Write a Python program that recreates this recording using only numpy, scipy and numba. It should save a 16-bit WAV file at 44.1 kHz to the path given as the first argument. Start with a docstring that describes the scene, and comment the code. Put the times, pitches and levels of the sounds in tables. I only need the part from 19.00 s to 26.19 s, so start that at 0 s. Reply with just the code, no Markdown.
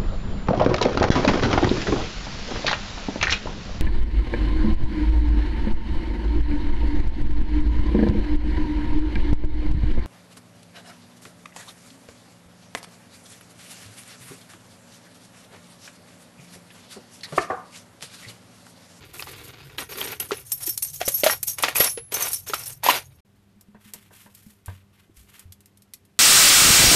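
"""Keys on floorboards, then a bird in a pipe

Close to the microphone a small parrot drags and shakes a bunch of keys across a wooden floor.
Dense random contacts make hiss and scrape, and single blows set keys and boards ringing.
After a short silence, a bird shuffles into a plastic pipe on a plywood shelf: filtered contacts
give scuffs and feather rustle, short bursts claw ticks, damped low sines soft thumps.
Each place has its own noise floor; a mains hum of wavering sines lies under the second."""
import sys
import numpy as np
from scipy import signal
from scipy.fft import rfft, irfft, next_fast_len
from scipy.io import wavfile
from numba import njit

SR = 44100
rng = np.random.default_rng(int(sys.argv[2]) if len(sys.argv) > 2 else 0)


def pcm_store(signal):
    """Save signal as 16-bit PCM."""
    levels = np.round(np.clip(np.atleast_2d(signal), -1, 1) * 32767)
    wavfile.write(sys.argv[1], SR, levels.astype(np.int16).T)


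def linear_from_db(decibels):
    """Turn decibels (scalar or array-like) into linear amplitude factors; 0 gives 1."""
    return 10 ** (np.asarray(decibels, float) / 20)


N = 317079

# Tugs on the bunch. Each row: start in seconds, length in seconds, jingle level in dB,
# level in dB of the scrape on the boards.
TUGS = [(.005, 0.094, -57, -51.5), (.14, 0.082, -39.5, -48.5), (.265, 0.058, -45.5, -44),
        (.35, 0.15, -50, -48.5), (.53, .22, -56.5, -53), (.783, 0.022, -37, -36.5),
        (.895, 0.12, -44.5, -42.5), (.97, 0.15, -37.5, -38), (1.2, .04, -45, -43.5),
        (1.29, 0.11, -43.5, -49), (1.453, 0.14, -45, -61.5), (1.605, 0.028, -38.5, -49.5),
        (1.664, 0.012, -24.5, -73), (1.825, 0.048, -33.5, -59.5), (1.935, 0.029, -36, -75),
        (2.005, 0.0099, -32.5, -42), (2.055, 0.011, -27, -92), (2.12, 0.1, -33.5, -59),
        (2.24, 0.074, -27.5, -35), (2.475, 0.025, -28.5, -61.5), (2.586, 0.012, -33, -35),
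        (2.625, 0.065, -37.5, -31), (2.755, 0.11, -23, -32), (3.123, 0.16, -31.5, -36),
        (3.305, 0.063, -32.5, -69.5), (3.47, 0.025, -33, -42.5), (3.545, 0.085, -38.5, -45.5),
        (3.66, 0.041, -34.5, -50), (3.838, 0.11, -28.5, -26)]
# Key against key. Each row: time in seconds, relative crack level in dB,
# pitch in Hz of the key struck most, its relative ring level in dB.
CLINKS = [ (1.199, -9.5, 11765, -18.5), (1.847, -15.5, 11765, -25), (3.579, -29.5, 6190, -31),
          (1.518, -6, 8620, -12), (1.691, -12, 13400, -12), (1.775, -9, 10960, -40.5),
          (1.8232, -7.5, 8620, -11.5), (2.081, 0, 13290, -22.5), (2.118, -21, 10430, -21),
          (2.14, -30, 11765, -9.5), (2.24, -2.5, 9100, -22.5), (2.306, -12, 10170, -14.5),
          (2.319, -19.5, 11765, -19), (2.429, -6, 10960, -43.5), (2.6242, -8, 10170, -20.5),
          (2.798, -4.5, 11765, -4.5), (2.8424, -3.5, 10960, -22.5), (3.141, -8, 6190, -13),
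          (3.222, -4.5, 6190, -13), (3.331, -8, 5510, -25), (3.54, -12.5, 5510, -29.5),
          (3.838, -13, 11765, -17)]
# Resonances of the keys. Each row: pitch in Hz, relative level in dB, 60 dB decay in seconds when free.
KEY_MODES = [(5510, -8, .11), (6190, -6, .07), (8620, -8, .05), (9100, -14, .07), (10170, -6, .08),
             (10430, -9, .08), (10960, -23, .55), (11765, 0, .12), (12330, -6, .13), (13290, -2, .06)]
# Bunch against the boards. Each row: time in seconds, relative level in dB, pitch of the knock in Hz.
KNOCKS = [(0.1954, -20, 2620), (0.224, -23, 5330), (0.27, -25, 1190), (0.695, -31.5, 2600),
          (0.783, -11.5, 4150), (1.014, -16.5, 3300), (1.13, -19, 2650), (1.202, -21, 3150),
          (1.202, -30, 6200), (1.309, -17, 1350), (1.318, -9.5, 410), (1.677, -23, 337), (2.013, -7.5, 697),
          (2.078, -11.5, 558), (2.235, 1, 596), (2.263, 3, 629), (2.297, -8, 1900), (2.635, 5, 1333),
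          (2.683, -9, 2600), (2.756, -9.5, 2495), (2.803, 4, 559), (2.974, -16.5, 470), (3.121, -14, 412),
          (3.497, -17.5, 418), (3.535, -6, 1263), (3.834, -13.5, 1000), (3.863, -5.5, 916),
          (3.887, 1, 1006), (3.898, -2, 2850)]
# Resonances of the boards. Each row: pitch in Hz, bandwidth in Hz, relative level in dB.
BOARD_MODES = [(670, 130, 5), (1923, 33, 0)]
# The whole bunch lands. Each row: time in seconds, level of the push in dB.
THUDS = [(2.078, -19), (2.801, -14.5)]
# Spectra of the key contacts and of metal on wood. Each row: frequency in Hz, relative density in dB.
JINGLE_SPECTRUM = [(1500, -22.5), (5000, -11), (13800, -3)]
SCRAPE_SPECTRUM = [(250, -17), (550, -11.5), (3000, -9.5), (7000, -20), (10000, -45.5)]

# The bird shifts in the pipe. Each row: start in seconds, length in seconds, scuff level in dB,
# rustle level in dB.
SHUFFLES = [(4.82, 0.2, -58.5, -56), (5.13, 0.11, -57, -51), (5.35, 0.15, -64.5, -56),
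            (5.67, 0.085, -56.5, -58), (5.94, 0.064, -63, -65.5), (6.17, 0.016, -61, -51.5),
            (6.3, 0.079, -54, -53)]
# Spectrum of feathers on plastic. Each row: frequency in Hz, relative density in dB.
RUSTLE_SPECTRUM = [(800, -39), (1800, -9.5), (7700, -3), (13100, 0)]
# Claw ticks. Each row: time in seconds, relative level in dB.
TICKS = [(4.6099, -47), (4.9358, -29.5), (5.349, -43.5), (5.66, -40.5), (6.3941, -42.5), (6.5225, -38.5),
         (6.6055, -50), (6.658, -48.5), (6.773, -53), (6.8207, -49), (6.9365, -33.5), (7.051, -55.5)]
# Thumps on the shelf. Each row: time in seconds, relative level in dB, pitch in Hz.
THUMPS = [(5.679, -26.5, 93.6), (6.096, -40, 328), (6.172, -43.5, 58.7), (6.454, -36.5, 88.8)]
# Steps on the thin edge of the shelf. Each row: time in seconds, relative level in dB.
STEPS = [(4.562, -42), (4.684, -40), (4.746, -37.5), (4.856, -37), (4.956, -41), (5.256, -44), (5.464, -36)]
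# Knocks on the pipe wall. Each row: time in seconds, relative level in dB.
PIPE_KNOCKS = [(4.746, -43), (4.939, -43), (5.107, -43.5), (5.26, -43), (5.681, -32.5)]
# Resonances of the pipe wall. Each row: pitch in Hz, relative level in dB.
PIPE_MODES = [(650, -3), (980, 0), (1600, -3)]

# Noise floors of the two places. Each row: frequency in Hz, relative density in dB.
FIRST_ROOM = [(25, -27.5), (80, -8), (140, -5), (200, -24.5), (940, -37.5), (14000, -62.5)]
SECOND_ROOM = [(25, -15), (91, 3.5), (200, -2), (500, -12.5), (12600, -32.5)]
# Mains hum. Each row: frequency of the partial in Hz, its typical rms level in dB.
HUM = [(99.5, -66), (199.2, -66.5), (398, -76.5)]


def keys(jingle_db):
    """Dense small contacts hiss and wake changing keys; single clinks crack and ring."""
    effort = linear_from_db(jingle_db + 3 * drift(29))
    out = effort * colour(grains(9900, 4.6), JINGLE_SPECTRUM)

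    # until lifted the keys lie on each other and hardly ring
    lifted_s, muffled_db = .77, -12
    muffling_db = muffled_db * (np.arange(N) < lifted_s * SR)
    rings_and_tags = [(hz, -7, .025) for hz in rng.uniform(5300, 13800, 26)]
    for hz, level_db, t60 in KEY_MODES + rings_and_tags:
        free = linear_from_db(7 * drift(11))  # which parts hang free keeps changing
        ringing = rms_one(ring(grains(500, 7.4), hz, min(t60, .07)))
        out += linear_from_db(level_db - 16 + muffling_db) * free * ringing * effort

    s, crack_db, key_hz, ring_db = np.transpose(CLINKS)
    blows = signal.lfilter([1], [1, -.98], strikes(s, crack_db))  # a crack builds up over a millisecond
    out += linear_from_db(-37.5) * dying(blows, .028) * colour(grains(9400, 3.3), JINGLE_SPECTRUM)
    return out + struck(s, ring_db, key_hz, KEY_MODES, reach_octaves=.03, kept=.25, swell_s=.006)


def boards(scrape_db):
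    """Metal slides over the grain and knocks the boards, which ring briefly."""
    # a resonance dies sooner the wider it is
    modes = [(hz, db, np.log(1000) / (np.pi * width_hz)) for hz, width_hz, db in BOARD_MODES]
    # random spots that colour the scrape unevenly
    spots = [(hz, 8, .025) for hz in 450 * 14 ** rng.random(16)]
    rubbing = grains(2500, 3.5)
    body = np.zeros(N)
    for hz, db, t60 in modes + spots:
        body += linear_from_db(db + 6 * drift(18)) * ring(rubbing, hz, t60)
    slide = colour(rubbing, SCRAPE_SPECTRUM) + linear_from_db(-7.5) * rms_one(body)
    out = linear_from_db(scrape_db + 2.67 * drift(34)) * slide

    mat_until_s = 1.45  # dull scuff on a mat at first
    mat = linear_from_db(-3) * rms_one(ring(rubbing, 428, .0113)) * (np.arange(N) < mat_until_s * SR)
    out += linear_from_db(scrape_db) * mat

    s, knock_db, knock_hz = np.transpose(KNOCKS)
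    clatter = colour(grains(2500, 3), SCRAPE_SPECTRUM)
    out += linear_from_db(-16) * dying(strikes(s, knock_db), .071) * clatter
    for at, db, hz in KNOCKS:
        contact = dying(strikes(at, db), .014) * clatter  # a few milliseconds
        usual = ring(clatter, hz, 33 / hz).std()
        out += linear_from_db(-4) * ring(contact, hz, 21 / hz) / usual  # coloured by the spot that is hit
    out += linear_from_db(-17.5) * struck(s, knock_db, knock_hz, modes, reach_octaves=.57, kept=.8, swell_s=.00082)
    # small keys move little air low down
    return signal.sosfilt(signal.butter(2, 280, "high", fs=SR, output="sos"), out)


def thuds():
    """The bunch lands: each low push of the boards is a 140 Hz sine that dies within milliseconds."""
    return ring(strikes(*np.transpose(THUDS)), 140, .012)


def bird_in_pipe(scuff_db, rustle_db):
    """Feet scuff and feathers brush the plastic; steps tick, thump the shelf and knock the pipe."""
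    scuff_band = signal.butter(2, [1000, 4200], "band", fs=SR, output="sos")
    scuff = signal.sosfilt(scuff_band, colour(grains(2500, 3), SCRAPE_SPECTRUM))
    rustle = colour(grains(8000, 2), RUSTLE_SPECTRUM)
    out = linear_from_db(3 * drift(40)) * (linear_from_db(scuff_db) * scuff + linear_from_db(rustle_db) * rustle)

    out += linear_from_db(5) * dying(strikes(*np.transpose(TICKS)), .038) * rustle  # claw tips are thin

    edge_hz = 208.2
    for s, level_db, hz in THUMPS + [(s, db, edge_hz) for s, db in STEPS]:
        soft_foot = signal.lfilter([.0009], [1, -1.94, .9409], strikes(s, level_db))
        t60 = min(.33, 430 / hz ** 1.5)  # higher spots die sooner
        out += linear_from_db(2 * drift(54)) * ring(soft_foot, hz, t60)

    rattle = dying(strikes(*np.transpose(PIPE_KNOCKS)), .13) * rng.standard_normal(N)
    wall = sum(linear_from_db(db) * ring(rattle, hz, .0094) for hz, db in PIPE_MODES)
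    return out + linear_from_db(-22.5) * wall


def room(x):
    """Reflections as a decaying noise tail that starts after 3 ms."""
    t60_s, level_db = .11, -11
    t = np.arange(SR // 2) / SR
    tail = rng.standard_normal(len(t)) * linear_from_db(-60 * t / t60_s) * (t > .003)
    return linear_from_db(level_db) * signal.fftconvolve(x, tail / np.sqrt(np.sum(tail ** 2)))[:N]


def hum():
    """Mains-driven hum: steady sines whose levels waver independently."""
    t = np.arange(N) / SR
    out = np.zeros(N)
    for hz, rms_db in HUM:
        out += np.sqrt(2) * linear_from_db(rms_db + 2 * drift(7.9)) * np.sin(2 * np.pi * hz * t)
    return out


def room_tone(spectrum, rms_db):
    """Steady noise floor of a place: white noise shaped by its spectrum."""
    return linear_from_db(rms_db) * colour(rng.standard_normal(N), spectrum)


def moves(rows, rise_db_per_s, fall_db_per_s, rest_db):
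    """Level in dB of each layer: every move swells up to its start, holds for its length and dies away."""
    t = np.arange(N) / SR
    out = np.full((len(rows[0]) - 2, N), float(rest_db))
    for start, length, *levels_db in rows:
        before_db = rise_db_per_s * np.maximum(start - t, 0)
        after_db = fall_db_per_s * np.maximum(t - start - length, 0)
        out = np.maximum(out, np.array(levels_db)[:, None] - (before_db + after_db))
    return out


def struck(s, blow_db, near_hz, modes, reach_octaves, kept, swell_s):
    """Each blow drives modes near its own pitch fully, others by their usual share and luck.

    Each ring swells softly over swell_s."""
    luck_db = np.minimum(rng.normal(-10, 4, (len(s), len(modes))), -2)
    lag = np.exp(-1 / (swell_s * SR))
    out = np.zeros(N)
    for k, (hz, level_db, t60) in enumerate(modes):
        near_db = -6 * (np.log2(hz / near_hz) / reach_octaves) ** 2
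        share_db = np.maximum(near_db, level_db + luck_db[:, k])
        turn = linear_from_db(-60 / (t60 * SR)) * np.exp(2j * np.pi * hz / SR)
        ringing = damped_ring(strikes(s, blow_db + share_db), turn, kept)
        out += signal.lfilter([1 - lag], [1, -lag * turn], ringing).imag
    return out


@njit
def damped_ring(clicks, turn, kept):
    """A mode that turns and decays each sample; a new touch first leaves only the share kept."""
    out, state = np.zeros(len(clicks), np.complex128), 0j
    for i in range(len(clicks)):
        state = state * turn * (kept if clicks[i] > 1e-9 else 1) + clicks[i]
        out[i] = state
    return out


def ring(clicks, hz, t60):
    """A two-pole resonator: a unit click sets off a decaying sine that starts at height 1."""
    r, w = linear_from_db(-60 / (t60 * SR)), 2 * np.pi * hz / SR
    return signal.lfilter([0, np.sin(w)], [1, -2 * r * np.cos(w), r * r], clicks)


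def dying(clicks, t60):
    """Envelope that jumps at each click and decays by 60 dB in t60 seconds."""
    return signal.lfilter([1], [1, -linear_from_db(-60 / (t60 * SR))], clicks)


def strikes(s, db):
    """One click at each time in seconds, over a negligible floor."""
    out = np.full(N, 1e-18)
    out[(np.asarray(s) * SR).astype(int)] = linear_from_db(db)
    return out


def grains(per_s, spread_db):
    """Random contacts of uneven size and sign; rms 1."""
    sizes = linear_from_db(spread_db * np.minimum(rng.exponential(1, N), 4)) * rng.choice([-1, 1], N)
    return rms_one(sizes * (rng.random(N) < per_s / SR))


def drift(rate_hz):
    """Slow random wander: noise through a two-pole low-pass; rms 1."""
    r = np.exp(-2 * np.pi * rate_hz / SR)
    return rms_one(signal.lfilter([1], [1, -2 * r, r * r], rng.standard_normal(N + SR))[SR:])


def colour(x, spectrum):
    """Filter a signal by (Hz, dB) points joined over log frequency; rms 1."""
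    size = next_fast_len(N)
    hz, db = np.transpose(spectrum)
    bins_hz = np.arange(size // 2 + 1) * SR / size
    gain = linear_from_db(np.interp(np.log(bins_hz + 1), np.log(hz), db))
    return rms_one(irfft(rfft(x, size) * gain, size)[:N])


def rms_one(x):
    """Scale to unit rms."""
    return x / np.sqrt(np.mean(x ** 2) + 1e-20)


def scene():
    """Two places, one after the other, with silence between."""
    # the keys swing on after the scrape has stopped
    tug_fall_db_per_s = np.array([[290], [350]])
    jingle_db, scrape_db = moves(TUGS, 2493.5, tug_fall_db_per_s, rest_db=-69)
    bunch = keys(jingle_db) + boards(scrape_db) + thuds()
    first = bunch + room(bunch) + room_tone(FIRST_ROOM, -51.5)

    scuff_db, rustle_db = moves(SHUFFLES, rise_db_per_s=602, fall_db_per_s=168, rest_db=-77.5)
    bird = bird_in_pipe(scuff_db, rustle_db)
    second = bird + room(bird) + hum() + room_tone(SECOND_ROOM, -62.5)

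    silence_from_s, silence_to_s, fade_s = 4.206, 4.248, .0022
    t = np.arange(N) / SR
    fade_out = np.clip((silence_from_s - t) / fade_s, 0, 1)
    fade_in = np.clip((t - silence_to_s) / fade_s, 0, 1)
    return (first * fade_out + second * fade_in)[None]


def roll_off(x):
    """The treble ends steeply here."""
    return signal.sosfilt(signal.butter(12, 15110, fs=SR, output="sos"), x)


def record(dry):
    """Peaks are rounded, then a steep low-pass removes the top."""
    rounded = .8 * np.tanh(dry / .8)
    low_pass = signal.cheby2(12, 45, 14300, fs=SR, output="sos")  # 45 dB down from 14300 Hz up
    return roll_off(signal.sosfilt(low_pass, rounded))


dry = scene()
out = record(dry)
pcm_store(out)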